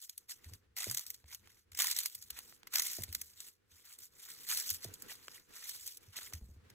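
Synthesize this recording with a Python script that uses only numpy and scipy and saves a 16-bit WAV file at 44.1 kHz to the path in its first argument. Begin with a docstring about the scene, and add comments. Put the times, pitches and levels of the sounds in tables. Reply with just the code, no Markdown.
"""Brittle-skinned balls crushed by hand

Thumbs crush soft balls with a thin brittle skin just above a table, close to a two-port microphone.
The skin breaks in snaps and dense crackle: decaying noise bursts, sticky pops, wet smacks and a hollow shell's ring.
Hands and the lump bump the table top, whose damped modes thud and knock; filtered noise is the quiet room's murmur."""
import sys
import numpy as np
from scipy import signal
from scipy.fft import rfft, irfft, next_fast_len
from scipy.io import wavfile
from scipy.ndimage import uniform_filter1d, map_coordinates

SR = 44100
rng = np.random.default_rng(int(sys.argv[2]) if len(sys.argv) > 2 else 0)


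def dump(signal):
    """Clip the signal to [-1, 1] and save it as 16-bit WAV at the path in sys.argv[1]."""
    limited = np.clip(np.atleast_2d(signal).T, -1, 1)
    pcm = np.round(limited * 32767).astype(np.int16)
    wavfile.write(sys.argv[1], SR, pcm)


N = 297234  # length in samples

# Loud breaks of the skin. Each row: time in seconds, shortly before the break, nominal level in dB.
SKIN_BREAKS = [(0.0943, -28.5), (0.178, -30), (0.3073, -33), (0.443, -38), (0.5348, -34.5), (0.7657, -29),
               (0.7847, -27.5), (0.8045, -24), (0.83, -25), (0.8413, -21.5), (0.8974, -23.5), (0.911, -21),
               (0.946, -22), (0.9721, -16.5), (0.9812, -24.5), (0.993, -24.5), (1.064, -30.5),
               (1.1021, -22), (1.143, -31.5), (1.346, -30.5), (1.718, -39.5), (1.731, -42.5), (1.7482, -33),
               (1.7731, -28), (1.7887, -19), (1.7993, -16.5), (1.819, -12.5), (1.8691, -15.5),
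               (1.8806, -23.5), (1.9115, -16.5), (1.9637, -20), (1.9874, -14), (2.0027, -22), (2.0328, -26),
               (2.0579, -15), (2.1497, -25.5), (2.224, -32), (2.3039, -23), (2.388, -30.5), (2.6711, -34),
               (2.7366, -19), (2.7562, -10.5), (2.769, -22), (2.783, -16.5), (2.7957, -12.5),
               (2.820, -17.5), (2.8633, -23.5), (2.868, -21.5), (2.932, -23), (3.02, -26.5), (3.035, -21.5),
               (3.1258, -27), (3.1485, -17.5), (3.2149, -22.5), (3.4028, -29.5), (3.9871, -35),
               (4.4876, -26), (4.5019, -32), (4.547, -23), (4.569, -26), (4.572, -18), (4.5984, -21.5),
               (4.6625, -39), (4.7021, -17.5), (4.8439, -27.5), (4.9383, -30), (5.021, -29.5),
               (5.693, -26.5), (5.8645, -29), (5.8753, -25.5), (5.9712, -32), (6.1634, -44), (6.166, -30.5),
               (6.335, -26.5), (6.7005, -46)]
BREAK_LAG_S = 0.0015  # from listed time to break
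SHELL_HZ = 2080  # pitch of the hollow shell


def amp(db):
    """Level definition: twenty decibels are a factor of ten in amplitude."""
    return 10 ** (np.asarray(db) / 20)


def unit(x):
    """Normalisation by mean power: the result has an rms of 1."""
    return x / np.sqrt(np.mean(x ** 2) + 1e-20)


def along(points, hz):
    """Logarithmic frequency scale: values given at a few frequencies are joined by straight lines on it."""
    point_hz, value = np.transpose(points)
    return np.interp(np.log(hz + 1), np.log(point_hz + 1), value)


def curves(rows):
    """Linear interpolation in time: one value per sample for each column after the time."""
    s, *columns = np.transpose(rows)
    return [np.interp(np.arange(N) / SR, s, column) for column in columns]


def wobble(rate):
    """Band-limited random fluctuation: a smooth curve through random knots, rate of them a second."""
    knots = rng.standard_normal(int(N * rate / SR) + 4)
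    return map_coordinates(knots, [np.arange(N) * rate / SR])


def filtered(x, response):
    """Linear filtering: the spectrum is multiplied by a complex response of frequency."""
    length = next_fast_len(N + SR // 2)
    hz = np.fft.rfftfreq(length, 1 / SR)
    return irfft(rfft(x, length) * response(hz), length)[..., :N]


def resonance(hz, centre_hz, width_hz):
    """Damped oscillator: the causal response of one mode, 1 at its centre."""
    damping = 1j * hz * width_hz
    return damping / (centre_hz ** 2 - hz ** 2 + damping)


def spikes(s, db):
    """Energy addition: impulses of power at their samples; db has one column per part of the spectrum."""
    at = np.clip((s * SR).astype(int), 0, N - 1)
    return np.array([np.bincount(at, amp(2 * part), N) for part in db.T])


def dying(power, t60):
    """Exponential decay: every spike of power falls 60 dB in t60 seconds; the root is an amplitude envelope."""
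    kept_per_sample = amp(-2 * 60 / (t60 * SR))
    return np.sqrt(signal.lfilter([1], [1, -kept_per_sample], power))


def breaks(power, click_t60, tail_t60, tail_db):
    """Two-stage decay: each break is a sharp click with a weaker rustling tail."""
    return dying(power, click_t60) + amp(tail_db) * dying(power, tail_t60)


def background():
    """Spatial coherence: the table rumbles much alike at both ports, the room's murmur is mostly unrelated."""
    # Each row: time in seconds, then rumble and murmur levels in dB before trim and sway.
    under = [(0.0, -82, -96), (0.495, -81, -69), (0.72, -73.5, -84), (1.62, -74.5, -79), (3.03, -77, -75),
             (3.613, -81, -83.5), (4.811, -74.5, -68), (5.773, -78, -75.5), (6.635, -61, -77.5),
             (6.652, -64.5, -72)]
    # Spectra. Each row: frequency in Hz, relative level in dB.
    rumble_colour = [(18, -58), (30, -17.5), (63, -6), (102, 0), (160, -26), (210, -13), (350, -120)]
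    murmur_colour = [(140, 0), (330, 1), (490, 2.5), (600, -12), (1500, -5), (16000, -26.5)]
    rumble_db, murmur_db = curves(under)
    shared, *own = rng.standard_normal((3, N))
    rumble_noise = shared + 0.26 * np.array(own)
    rumble = unit(filtered(rumble_noise, lambda hz: amp(along(rumble_colour, hz))))
    shared, *own = rng.standard_normal((3, N))
    murmur_noise = 0.31 * shared + np.array(own)
    murmur = unit(filtered(murmur_noise, lambda hz: amp(along(murmur_colour, hz))))
    rumble_sway_db, murmur_sway_db = 4 * wobble(9), 4 * wobble(22)
    rumble_gain = amp(rumble_db - 5.5 + rumble_sway_db)
    murmur_gain = amp(murmur_db + 2.5 + murmur_sway_db)
    return rumble_gain * rumble + murmur_gain * murmur


def kneading():
    """Power addition of presses: each rises, sags while held and lets go; its hollow part fades as the shell flattens.

    Gives the crackle's level in dB and its hollow part's level relative to that."""
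    # Presses of thumbs and palms. Each row: time of full pressure, rise and hold in seconds,
    # crackle level in dB before trim, its hollow part at first in dB relative to that.
    presses = [(0.019, 0.46, 0.028, -53, -20.5), (.09, 0.13, 0.16, -70.5, -11),
               (0.296, 0.02, 0.012, -46.5, -12), (0.444, 0.15, 0.11, -63, -3.5),
               (0.774, 0.017, 0.23, -43.5, -4), (1.021, .1, 0.13, -55.5, -13),
               (1.331, 0.16, 0.0043, -50.5, -7.5), (1.458, 0.12, 0.14, -67.5, -1),
               (1.796, 0.043, 0.13, -34.5, -6.5), (1.961, 0.022, .11, -43, -10),
               (2.098, 0.071, 0.17, -57, -12), (2.37, 0.096, 0.0084, -51.5, -0.5),
               (2.429, 0.11, 0.12, -58, -13.5), (2.741, 0.034, 0.24, -39, -6),
               (3.07, 0.24, 0.23, -57.5, -6), (3.399, 0.16, 0.1, -55.5, -12),
               (3.722, 0.045, 0.17, -65, -4.5), (3.901, 0.22, 0.028, -54.5, -7.5),
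               (4.017, 0.058, 0.012, -50, -19), (4.2, 0.15, 0.054, -56.5, -11.5),
               (4.29, 0.21, 0.23, -52.5, -8), (4.504, 0.092, 0.24, -38.5, -8.5),
               (4.847, 0.16, 0.024, -50, -10), (4.93, 0.032, 0.16, -61, -31),
               (5.104, 0.061, 0.013, -45, -4.5), (5.368, 0.5, 0.01, -55.5, -4),
               (5.622, 0.2, 0.3, -47, -6.5), (6.03, 0.096, 0.514, -65.5, -9.5),
               (6.169, 0.083, 0.11, -50.5, -2), (6.325, 0.014, 0.023, -52.5, -5.5)]
    rise_db, sag_db_per_s = 34, 16.5  # climb over the rise; fall from full pressure on
    release_db_per_s = 352.5  # further fall once let go
    collapse_db, collapse_s = 16.5, 0.22  # loss of hollowness and its time constant
    floor_db, floor_hollow_db = -103, 5.5  # inaudible floor that keeps the logarithm finite
    start, rise, held, db, hollow_db = np.transpose(presses)[..., None]
    t = np.arange(0, N / SR, 1 / 1000)
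    age = np.maximum(t - start, 0)
    climb_db = rise_db * np.maximum(start - t, 0) / rise
    release_db = release_db_per_s * np.maximum(age - held, 0)
    level_db = db - climb_db - sag_db_per_s * age - release_db
    hollow_db = hollow_db - collapse_db * (1 - np.exp(-age / collapse_s))
    body = amp(2 * level_db).sum(axis=0) + amp(2 * floor_db)
    hollow = amp(2 * (level_db + hollow_db)).sum(axis=0) + amp(2 * (floor_db + floor_hollow_db))
    return curves(np.transpose([t, 10 * np.log10(body), 10 * np.log10(hollow / body)]))


def crackle(count=9000):
    """Random impulse process: countless tiny breaks, most faint and a few strong, clump under the kneading hands."""
    luck = rng.random((count, 2))
    size_db = -5.5 * np.log(luck[:, 1:]) + 4.5 * rng.standard_normal((count, 3))
    power = spikes(luck[:, 0] * N / SR, np.minimum(size_db, 18))
    body_db, hollow_db = kneading()
    clumps_db = 1.72 * wobble(40)
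    part_db = np.array([hollow_db + 14, 0 * body_db, 0 * body_db])  # hollow, middle, bright
    level_db = body_db - 10.5 + part_db + clumps_db
    return amp(level_db) * breaks(power / power.mean(), click_t60=0.00031, tail_t60=0.05, tail_db=-14.5)


def pops(count=1200, size=400):
    """Damped free oscillation: sticky pockets ring briefly, many near the shell's pitch, most others higher."""
    luck, pitch_luck = rng.random((count, 7)), rng.standard_normal((count, 1))
    at = (luck[:, :1] * (N - size)).astype(int)
    shell_hz = SHELL_HZ * np.exp(0.062 * pitch_luck)
    other_hz = np.minimum(5500 * np.exp(.45 * pitch_luck), SR / 3)
    hz = np.where(luck[:, 6:] < .45, shell_hz, other_hz)
    body_db, hollow_db = kneading()
    hollow_gain_db = np.where(hz < 2800, hollow_db[at] + 9.5, 0)
    level_db = body_db[at] + hollow_gain_db - 2.3 * np.log(luck[:, 1:2]) - 2.5
    t = np.arange(size) / SR
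    t60 = (10 + 22 * luck[:, 2:3]) / hz  # 10 to 32 cycles
    fade = amp(level_db - 60 * t / t60) * (1 - np.exp(-t * hz))
    where = (at + np.arange(size)).ravel()
    copies = []
    for k in (3, 4, 5):  # the same pops with other phases for each path to the ports
        ring = fade * np.sin(2 * np.pi * (hz * t + luck[:, k:k + 1]))
        copies.append(np.bincount(where, ring.ravel(), N))
    return np.array(copies)


def snaps(count=7):
    """Burst cluster: loud breaks, as hollow as the shell still is, amid smaller random tears."""
    crest_db = 7  # peak over envelope
    snap_hollow_db = 9.5  # hollow part over the crackle's
    s, db = np.transpose(SKIN_BREAKS)
    s = s + BREAK_LAG_S
    luck = rng.random((len(s), count, 4))
    hollow_db = kneading()[1][(s * SR).astype(int)] + snap_hollow_db
    bright_db = 5 * luck[:, 0, 0] - 1.5
    level = db[:, None] - crest_db + np.transpose([hollow_db, 0 * db, bright_db])
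    tear_s = s[:, None] + 0.0053 * luck[..., 0] - .003
    tear_db = level[:, None] - 7.5 - 14 * luck[..., 1:]
    power = spikes(s, level) + spikes(tear_s.ravel(), tear_db.reshape(-1, 3))
    return breaks(power, click_t60=0.0019, tail_t60=0.033, tail_db=-10)


def rustle(envelope):
    """Modulated noise: three unrelated noises share the envelopes of the hollow, middle and bright part."""
    # Colour of the breaking skin at one port. Each row: frequency in Hz, relative level in dB.
    skin_colour = [(300, -26), (700, -17), (1400, -8), (2600, -7.5), (4400, 2), (7000, 1), (13500, -0.5),
                   (15600, -2.5), (16000, -37)]
    signs = rng.choice([-1, 1], (3, 1, N))

    def parts(hz):
        """Power-complementary crossover: the three squared band gains sum to the skin's, save a tiny overlap."""
        hollow = 1 / (1 + (hz / 2800) ** 6)
        bright = 1 / (1 + (9500 / (hz + 1)) ** 6)
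        shares = [hollow, (1 - hollow) * (1 - bright), bright]
        return amp(along(skin_colour, hz)) * np.sqrt(shares)

    return filtered(signs * envelope, parts).sum(axis=1)


def patchy(copies, depth_db):
    """Time-varying filtering: a smooth random gain field over time and frequency shifts the colour in patches."""
    spectrum = signal.stft(copies, nperseg=256)[2]
    field = rng.standard_normal(spectrum.shape[1:])
    field = uniform_filter1d(field, size=5, axis=0)  # across frequency
    field = uniform_filter1d(field, size=6, axis=1)  # across time
    return signal.istft(spectrum * amp(depth_db * unit(field)), nperseg=256)[1][:, :N]


def shell():
    """Impulse-excited resonance: every loud break rings the shell, the more the hollower it still is."""
    width_hz, shell_db = 138, 20.5
    s, db = np.transpose(SKIN_BREAKS)
    at = ((s + BREAK_LAG_S) * SR).astype(int)
    blows = np.zeros((3, N))  # one copy for each path to the ports
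    strength = amp(db + kneading()[1][at] + shell_db)
    blows[:, at] = strength * rng.standard_normal((len(s), 3)).T
    return filtered(blows, lambda hz: resonance(hz, SHELL_HZ, width_hz))


def thuds():
    """Low-mode excitation: a soft push swings the table's lowest mode while the sliding hand makes the top rumble."""
    # Soft bumps. Each row: start in seconds, level in dB before trim, ring in Hz.
    bumps = [(0.458, -46.5, 82.8), (0.512, -49, 97.7), (1.238, -55, 73.4), (1.719, -57.5, 78.6),
             (2.179, -64, 94), (2.315, -59, 62), (3.083, -45, 82.6), (3.16, -54, 75.5), (3.715, -63, 80),
             (4.707, -51.5, 90), (6.075, -53.5, 95), (6.336, -41, 77.3), (6.413, -43.5, 60.4),
             (6.489, -49, 70), (6.562, -51.5, 80.7)]
    out, rub = np.zeros(N + SR), np.zeros(N + SR)
    t = np.arange(SR // 3) / SR
    for s, db, hz in bumps:
        push = amp(-60 * t / 0.047) * (t / 0.016) ** 2.42
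        after_ring = 0.042 * amp(-60 * t / .5) * (1 - np.exp(-t / 0.079))
        swing = (push + after_ring) * np.sin(2 * np.pi * hz * t)
        at = round(s * SR)
        out[at:][:len(t)] += amp(db + 20.0) * swing
        rub[at:][:len(t)] += amp(db - 14.5 - 60 * t / 0.32)
    noise = filtered(rng.standard_normal(N), lambda hz: resonance(hz, 63, 150) ** 2)
    return out[:N] + rub[:N] * unit(noise)


def knocks():
    """Modal superposition: a knock rings the board's modes at slightly new pitches, unsteady under damping hands."""
    # Hard knocks on the table top. Each row: start in seconds, nominal level in dB.
    strikes = [(0.866, -35.5), (2.984, -36), (4.847, -38), (4.887, -50.5)]
    # Modes of the board, the lowest one building up later. Each row: mean frequency in Hz,
    # relative level in dB, 60 dB decay time in seconds, rise in seconds.
    board = [(111.4, -2, 0.22, 0.018), (228.6, -13, 0.12, 0.0032), (349, 6.5, 0.021, 0.0035),
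             (627, -1.5, 0.026, 0.0024)]
    out = np.zeros(N + SR)
    t = np.arange(SR // 4) / SR
    for s, db in strikes:
        for hz, mode_db, t60, rise in board:
            size = amp(db + mode_db - 60 * t / t60) * (1 - np.exp(-(t / rise) ** 2))
            pitch_hz = hz * rng.normal(1, 0.042)
            phase_drift = np.cumsum(rng.normal(0, 0.05, len(t)))
            out[round(s * SR):][:len(t)] += size * np.sin(2 * np.pi * pitch_hz * t + phase_drift)
    return out[:N]


def smacks():
    """Heavily damped resonance: sticky dough lets go of a finger in a dull wet click, short of treble."""
    # Each row: start in seconds, level in dB before trim.
    releases = [(1.242, -51), (1.474, -44.5), (2.056, -39), (2.388, -40.5), (2.525, -43), (2.632, -40),
                (5.105, -39), (5.119, -36), (5.282, -29), (6.188, -34.5), (6.326, -40)]
    centre_hz, width_hz, t60, trim_db = 1480, 4200, 0.0074, 4
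    s, db = np.transpose(releases)
    envelope = dying(spikes(s, db[:, None] + trim_db), t60)
    burst = envelope * rng.choice([-1, 1], (3, N))  # one copy for each path to the ports
    return filtered(burst, lambda hz: resonance(hz, centre_hz, width_hz) ** 2)


def at_ports(copies):
    """Direct and diffuse fields: one direct copy reaches both ports, a scattered one reaches each."""
    # The left port hears the skin first. Each row: frequency in Hz, lead over the right port in radians.
    phase_lead = [(0, 0.0), (2400, .3), (4300, 2.95), (5300, 3.3), (6100, 5.9), (7900, 6.8), (8900, 9.25),
                  (9700, 9.55), (12000, 11.9), (14500, 13.4)]
    # Hands and table scatter the rest. Each row: frequency in Hz, direct share of the power from 0 to 1.
    direct_share = [(300, .3), (1700, .9), (3200, .25), (4900, .95), (5700, .55), (7000, .92), (8400, .6),
                    (9300, .97), (10300, .3), (13200, .92), (15500, .65)]

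    def share(hz):
        return np.clip(along(direct_share, hz), 0, 1)

    def lead(hz):
        radians = np.interp(hz, *np.transpose(phase_lead))
        return np.exp(.5j * radians * [[1], [-1]])  # half ahead at left, half behind at right

    direct = filtered(copies[0], lambda hz: np.sqrt(share(hz)) * lead(hz))
    scattered = filtered(copies[1:], lambda hz: np.sqrt(1 - share(hz)))
    return direct + scattered


def scene():
    """Linear superposition: skin, table and room add at the two ports."""
    envelope = np.hypot(snaps(), crackle())
    tearing = patchy(rustle(envelope), depth_db=2.5)
    skin = at_ports(tearing + pops() + shell() + smacks())
    skin = skin * amp([[-.3], [.3]])  # left, right
    table = thuds() + knocks() * amp([[-1.2], [1.2]])
    return skin + table + background()


def record(dry):
    """Band limitation: the recorder keeps nothing from 16900 Hz up."""
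    return filtered(dry, lambda hz: hz < 16900)


dry = scene()
out = record(dry)
dump(out)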